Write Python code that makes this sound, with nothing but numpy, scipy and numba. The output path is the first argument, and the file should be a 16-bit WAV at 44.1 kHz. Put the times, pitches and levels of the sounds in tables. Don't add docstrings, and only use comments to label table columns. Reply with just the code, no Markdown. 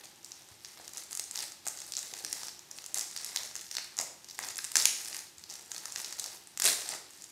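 import sys
import numpy as np
from scipy import signal
from scipy.io import wavfile
from scipy.ndimage import uniform_filter1d
from numba import njit

SR = 44100
rng = np.random.default_rng(int(sys.argv[2]) if len(sys.argv) > 2 else 0)


def level_to_linear(level):
    exponent = np.asarray(level, float) / 20
    return 10 ** exponent


def wrap_up_sound(samples):
    columns = np.atleast_2d(samples).T
    tamed = np.clip(columns, -1, 1)
    steps = np.round(tamed * 32767).astype(np.int16)
    wavfile.write(sys.argv[1], SR, steps)


N = 322371

# frequency in Hz, density in dB per Hz.
ROOM_TONE = [(30, -23), (80, 1), (110, -0.5), (280, -4), (345, 3), (420, -6.5), (600, -32.5), (830, -2),
             (1000, -13), (3200, -8), (6000, -11), (11000, -19), (16000, -48)]
# frequency in Hz, rms level in dB.
WHINE_LINES = [(12032, -84), (12110, -84), (12306, -78)]
# frequency in Hz, time to fall by 60 dB in seconds.
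REVERB_TIME = [(300, .6), (2000, .55), (6000, .5), (14000, .42)]
# delay in seconds, level in dB.
EARLY_ECHOES = [(.0013, -11), (.0027, -14), (.0117, -19)]
# start in seconds, peak in dB, frequency in Hz.
CARPET_BUMPS = [(0.05, -61, 129), (0.508, -56, 93), (0.799, -36.5, 650), (1.669, -30, 715),
                (2.129, -38, 440), (2.24, -39, 323), (3.999, -26.5, 635), (4.391, -34, 600),
                (4.629, -66, 98), (5.369, -65, 78.1), (6.951, -39, 322), (7.03, -62, 337)]
# start in seconds, hold in seconds, fine crackle in dB,
# panel rustle in dB relative to the crackle.
TUGS = [(0, 0.054, -50.5, -4), (0.232, 0.29, -57, 0), (0.602, 0.13, -53, -9.5), (0.774, 0.1, -49.5, -2.5),
        (0.961, 0.067, -46, -6), (1.08, 0.24, -52, -5), (1.339, 0.11, -39.5, -9.5),
        (1.658, 0.24, -48, -6.5), (1.98, 0.22, -46, -8), (2.24, 0.25, -44.5, -7), (2.71, 0.26, -55, -3.5),
        (2.955, 0.07, -38, -6), (3.083, 0.41, -46, -9.5), (3.35, 0.045, -44, 1), (3.556, 0.29, -48, -30),
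        (3.989, 0.029, -49, 10.5), (4.29, 0.063, -49.5, -16), (4.39, 0.12, -42.5, -2.5),
        (4.57, 0.1, -46.5, -31), (4.76, 0.075, -32, -16), (4.88, 0.21, -43.5, -13.5),
        (5.122, 0.068, -43, -7), (5.492, 0.14, -48.5, -5.5), (5.708, 0.25, -49, -3.5),
        (5.96, 0.17, -41.5, -8), (6.184, 0.14, -42, -7), (6.644, 0.041, -25, -10.5),
        (6.72, 0.093, -37.5, -7), (6.863, 0.056, -40, -3.5), (7.082, 0.3, -52, -6.5)]
# frequency in Hz, density in dB per Hz.
FILM_COLOUR = [(100, 8), (400, 18), (800, 12.5), (2000, 21), (3300, 9.5), (5000, 15), (6500, 15.5),
               (9000, 15.5), (12500, 11.5), (15500, 13)]
# start in seconds, peak in dB, ring in Hz.
TICKS = [(0.0564, -40, 6100), (0.2464, -29.5, 5850), (0.319, -34, 5550), (1.1964, -18.5, 6800),
         (1.24, -33.5, 6870), (1.3116, -25.5, 7900), (1.5207, -31, 6550), (2.029, -30, 7400),
         (2.265, -31, 5470), (2.313, -35, 6560), (2.593, -37, 6800), (2.7131, -28, 7000),
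         (2.9444, -18.5, 7000), (3.0111, -22.5, 6600), (3.3515, -35, 6440), (3.3723, -24.5, 4180),
         (3.4338, -29, 5970), (3.7522, -23.5, 6160), (4.245, -35.5, 5700), (4.3995, -31.5, 6400),
         (4.718, -22.5, 7100), (5.0487, -26, 7840), (5.439, -32.5, 5570), (5.9224, -27, 6650),
         (6.0461, -25.5, 5240), (6.1259, -28.5, 6700), (6.1969, -22, 7600), (6.473, -36, 9100),
         (6.5748, -23.5, 7700), (6.7297, -22, 7200)]
# first and second step in seconds, their peaks in dB, ring in Hz.
DOUBLES = [(.6484, .657, -30.5, -39, 5900), (.879, .8931, -30, -37, 6600), (.9354, .9492, -32.5, -39, 6400),
           (.9725, .9805, -28, -30, 6560), (1.1105, 1.1195, -32, -31, 7700),
           (1.6755, 1.6834, -22, -22, 7100), (2.1885, 2.2077, -34, -46, 6100),
           (2.7788, 2.7866, -33, -31, 5650), (3.6024, 3.612, -52, -34, 6840),
           (3.7135, 3.7264, -25.5, -35, 6000), (3.9998, 4.0124, -21, -19, 7540),
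           (4.644, 4.6486, -24, -22, 7840), (4.8235, 4.8322, -20, -32, 6950),
           (4.8709, 4.8851, -30, -30, 6400), (5.3829, 5.3949, -37.5, -42, 7250),
           (6.2418, 6.2615, -27, -29, 5500), (6.8788, 6.8905, -36, -21, 7400),
           (7.2222, 7.2418, -37, -32.5, 7250)]
PEEL_RUNS = {3: [(1.1298, 1.1737, -26.5, -24.5, 6600), (1.3756, 1.4048, -24, -26, 5300),
             (1.922, 1.9527, -25, -29.5, 5800), (2.821, 2.8626, -38, -25.5, 6600),
             (2.9748, 2.9941, -23.5, -20, 6900), (3.1639, 3.187, -23.5, -31, 5800),
             (3.9691, 3.9887, -30.5, -16.5, 6850), (4.2876, 4.3109, -36, -35.5, 6000),
             (4.487, 4.5171, -26, -43, 7040), (4.558, 4.5818, -32, -22, 6900),
             (4.7685, 4.793, -6, -34, 6560), (5.4998, 5.511, -34, -35.5, 5900),
             (5.525, 5.555, -35.5, -32.5, 6100), (5.7471, 5.781, -29.5, -28.5, 5750),
             (5.984, 6.017, -35, -29, 6940), (6.0605, 6.0829, -32, -52, 5800),
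             (6.5996, 6.6424, -13, -14, 6850)], 4: [(1.774, 1.818, -34, -30.5, 6270),
             (1.9681, 1.991, -24.5, -26.5, 6300), (3.2461, 3.298, -24, -41, 7360),
             (6.6533, 6.677, -10.5, -21, 8000)]}
# start in seconds, peak in dB, ring in Hz,
# panel thump in dB relative to the snap, panel frequency in Hz.
PANEL_SNAPS = [(1.3576, -26, 6140, -9, 1700), (1.6676, -25, 6700, -8.5, 1190),
               (2.1379, -26.5, 5400, -8.5, 900), (2.2483, -20, 5630, -15.5, 1520),
               (2.3285, -19, 7260, -29, 2150), (2.4332, -28, 5800, -7, 1410),
               (2.4838, -31.5, 5360, -6.5, 1760), (3.3613, -18, 5460, -9, 1970),
               (3.5549, -29.5, 6200, -3, 1370), (3.5642, -26.5, 6100, -14, 1395),
               (3.7686, -20.5, 4960, -14, 1970), (3.7838, -26.5, 5200, 2, 1950),
               (4.3903, -24, 8200, -3, 1400), (4.4378, -32.5, 5840, 2.5, 1800),
               (4.5886, -25, 5270, -2.5, 1800), (4.7564, -5.5, 6900, -15, 1740),
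               (4.8556, -6, 6400, -4.5, 2300), (5.1464, -27, 5500, -8.5, 2000),
               (5.167, -27, 6860, -7, 1750), (5.1911, -31.5, 6400, -5.5, 1920),
               (5.7173, -22, 6840, -18, 1340), (5.8562, -26, 6600, -10, 1320),
               (5.9604, -22.5, 5800, -10, 1780), (6.9377, -29.5, 7540, 1, 1060)]
# frequency in Hz, gain in dB.
MIC_TREBLE = [(100, -0.5), (11000, 3.5), (13500, 5), (16000, -3)]


def level(x, db):
    return x * level_to_linear(db) / np.sqrt(np.mean(x ** 2))


def colour(x, table):
    hz, db = np.transpose(table)
    grid = np.arange(2049) * SR / 4096 + 1
    log_gain = np.log(level_to_linear(np.interp(np.log(grid), np.log(hz), db)))
    cepstrum = np.fft.irfft(log_gain)
    cepstrum[1:2048] *= 2
    cepstrum[2049:] = 0
    response = np.fft.irfft(np.exp(np.fft.rfft(cepstrum)))
    return signal.fftconvolve(x, response)[:len(x)]


@njit
def grains(start, hz, cycles, size, phase, rise, length):
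    out = np.zeros(length)
    for k in range(len(start)):
        step = hz[k] / SR
        for j in range(int(6 * cycles[k] / step) + 2):
            i, turn = int(start[k]) + j, j * step
            if 0 <= i < length:
                swell = 1 - np.exp(-(turn + step) / rise)
                decay = np.exp(-turn / cycles[k])
                out[i] += size[k] * swell * decay * np.cos(2 * np.pi * turn + phase[k])
    return out


def background():
    t = np.arange(N) / SR
    out = level(colour(rng.standard_normal(N), ROOM_TONE), -63)
    bass = signal.sosfilt(signal.butter(2, 450, fs=SR, output="sos"), out)
    wander_db = 0.7 * np.interp(t, np.arange(64) / 8, rng.standard_normal(64))
    out = out + bass * (level_to_linear(wander_db) - 1)
    for hz, db in WHINE_LINES:
        drift = np.cumsum(rng.standard_normal(N)) * .02
        out = out + np.sqrt(2) * level_to_linear(db) * np.sin(2 * np.pi * hz * t + drift)
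    return out


def room_answer():
    tail_db, onset_s = -5.5, .011
    t = np.arange(SR) / SR
    hz, t60 = np.transpose(REVERB_TIME)
    tail = np.zeros(SR)
    for centre in 125 * 2 ** np.arange(0, 7.1):
        edges = [centre / 2 ** .5, min(centre * 2 ** .5, .45 * SR)]
        band = signal.butter(2, edges, "band", fs=SR, output="sos")
        decay_s = np.interp(np.log(centre), np.log(hz), t60)
        tail += signal.sosfilt(band, rng.standard_normal(SR)) * 1000 ** (-t / decay_s)
    tail *= 1 - np.exp(-(t / onset_s) ** 2)
    tail *= level_to_linear(tail_db) / np.sqrt(np.sum(tail ** 2))
    tail[0] = 1
    for s, db in EARLY_ECHOES:
        tail[int(s * (.8 + .4 * rng.random()) * SR)] += level_to_linear(db)
    return tail


def room(x, count=4):
    spot = np.repeat(rng.integers(count, size=N // 512 + 1), 512)[:N]
    out = np.zeros(N)
    for k in range(count):
        here = uniform_filter1d(1. 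* (spot == k), 64)
        out += signal.fftconvolve(x * here, room_answer())[:N]
    return out


def bumps():
    s, db, hz = np.transpose(CARPET_BUMPS)
    cycles = np.clip(150 / hz, .6, 1.5)
    return grains(s * SR, hz, cycles, level_to_linear(db + 5), 0 * s, .4, N)


def effort(t):
    grip_db_per_s, let_go_db_per_s = 904, 246
    rest_db = -61.5
    start, hold, fine_db, panel_db = np.transpose(TUGS)[:, :, None]
    grip_db = grip_db_per_s * np.maximum(start - t, 0)
    slack_db = let_go_db_per_s * np.maximum(t - start - hold, 0)
    gains = []
    for db in (fine_db, fine_db + panel_db):
        power = np.sum(level_to_linear(2 * (db - grip_db - slack_db)), axis=0)
        gains.append(np.sqrt(power + level_to_linear(2 * rest_db)))
    return gains


def crackle(rate, low_hz, octaves, cycles, spread_db, bunch):
    chance = rng.random((20000, 5)).T
    gaps = (-np.log(1 - chance[0])) ** bunch
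    gaps = gaps / np.mean(gaps) / rate
    size = level_to_linear(np.minimum(-spread_db * np.log(1 - chance[1]), 13))
    hz = low_hz * 2 ** (octaves * chance[2])
    x = grains(np.cumsum(gaps) * SR, hz, cycles * (.5 + chance[3]), size, 2 * np.pi * chance[4], 0.022, N)
    return level(x, 0)


def handling():
    t, steps = np.arange(N) / SR, np.arange(0, N / SR + .002, .002)
    fine_gain, panel_gain = (np.interp(t, steps, gain) for gain in effort(steps))
    jerks_db = 2.5 * np.interp(t, np.arange(200) / 26, rng.standard_normal(200))
    fine = crackle(1700, 3500, 2.0, 1.8, spread_db=4.5, bunch=1.7)
    fine = level(colour(fine, FILM_COLOUR), 0)
    panel = crackle(1200, 500, 2.9, 1.0, spread_db=3.3, bunch=1.4)
    return level_to_linear(jerks_db - 8.5) * (fine_gain * fine + panel_gain * level_to_linear(-3) * panel)


def peeling(thump_db):
    slips = []
    for count, runs in {2: DOUBLES, **PEEL_RUNS}.items():
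        for first, last, from_db, to_db, hz in runs:
            times, peaks = np.linspace(first, last, count), np.linspace(from_db, to_db, count)
            slips.extend(zip(times, peaks, [hz] * count))
    s, db, hz = np.transpose(slips)
    ring_hz = hz * 2 ** (.25 * (rng.random(len(s)) - .5))
    return np.column_stack([s, db, ring_hz, np.full(len(s), thump_db)])


def strays(thump_db, per_s=36, over_crackle_db=13, spread_db=14, ring_hz=6400):
    gap, size, pitch = rng.random((300, 3)).T
    s = np.cumsum(-np.log(1 - gap)) / per_s
    db = 20 * np.log10(effort(s)[0]) + over_crackle_db - spread_db * size
    panel_db = thump_db + 2 * spread_db * (gap - .5)
    return np.column_stack([s, db, ring_hz * 2 ** (pitch - .5), panel_db])


def buckles():
    run_thump_db, tick_thump_db = -22, -30
    ticks = [(*tick, tick_thump_db) for tick in TICKS]
    thin = np.vstack([peeling(run_thump_db), ticks, strays(run_thump_db)])
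    panel_hz = 1716 * 2 ** (rng.random(len(thin)) - .5)
    return np.vstack([PANEL_SNAPS, np.column_stack([thin, panel_hz])])


def snaps(crack_db=-14, ring_db=7, thump_db=6, panel_slip_db=5, count=9):
    s, db, hz, panel_db, panel_hz = buckles().T
    chance = rng.random((len(s), 6 + 4 * count)).T
    at, turn = (s - .0002) * SR, 2 * np.pi * chance
    blunt = np.full(len(s), .55)
    crack = grains(at, 9000 + 4000 * chance[0], blunt, level_to_linear(db + crack_db), turn[1], 0.033, N)
    out = grains(at, hz, .9 + .8 * chance[2], level_to_linear(db + ring_db), turn[3], .3, N)
    out += grains(at, panel_hz, blunt, level_to_linear(db + panel_db + thump_db), turn[4], .2, N)
    for late, pitch, size, phase in chance[6:].reshape(count, -1, len(s)):
        late = late ** 1.5 - .04
        when = at + SR * .0055 * late
        slip_db = db + ring_db - 9 - 15 * np.abs(late) - 8 * size
        panel_slip = level_to_linear(slip_db + panel_db + panel_slip_db)
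        angle = 2 * np.pi * phase
        out += grains(when, hz * 2.2 ** (pitch - .45), 4 * blunt, level_to_linear(slip_db), angle, .3, N)
        out += grains(when, panel_hz * 2.6 ** (pitch - .2), blunt, panel_slip, angle, .2, N)
    band = signal.butter(2, [600, 11500], "band", fs=SR, output="sos")
    return colour(crack, FILM_COLOUR) + signal.sosfilt(band, out)


def scene():
    bag = snaps() + handling() + bumps()
    return (room(bag) + background())[None]


def roll_off(x):
    return signal.sosfilt(signal.butter(12, 16640, fs=SR, output="sos"), x)


def record(dry):
    x = colour(dry[0], MIC_TREBLE)
    x = signal.sosfilt(signal.butter(2, 65, "high", fs=SR, output="sos"), x)
    x = np.tanh(x)
    x = signal.sosfilt(signal.ellip(10, .2, 26, 15760, fs=SR, output="sos"), x)
    return roll_off(x[None])


dry = scene()
out = record(dry)
wrap_up_sound(out)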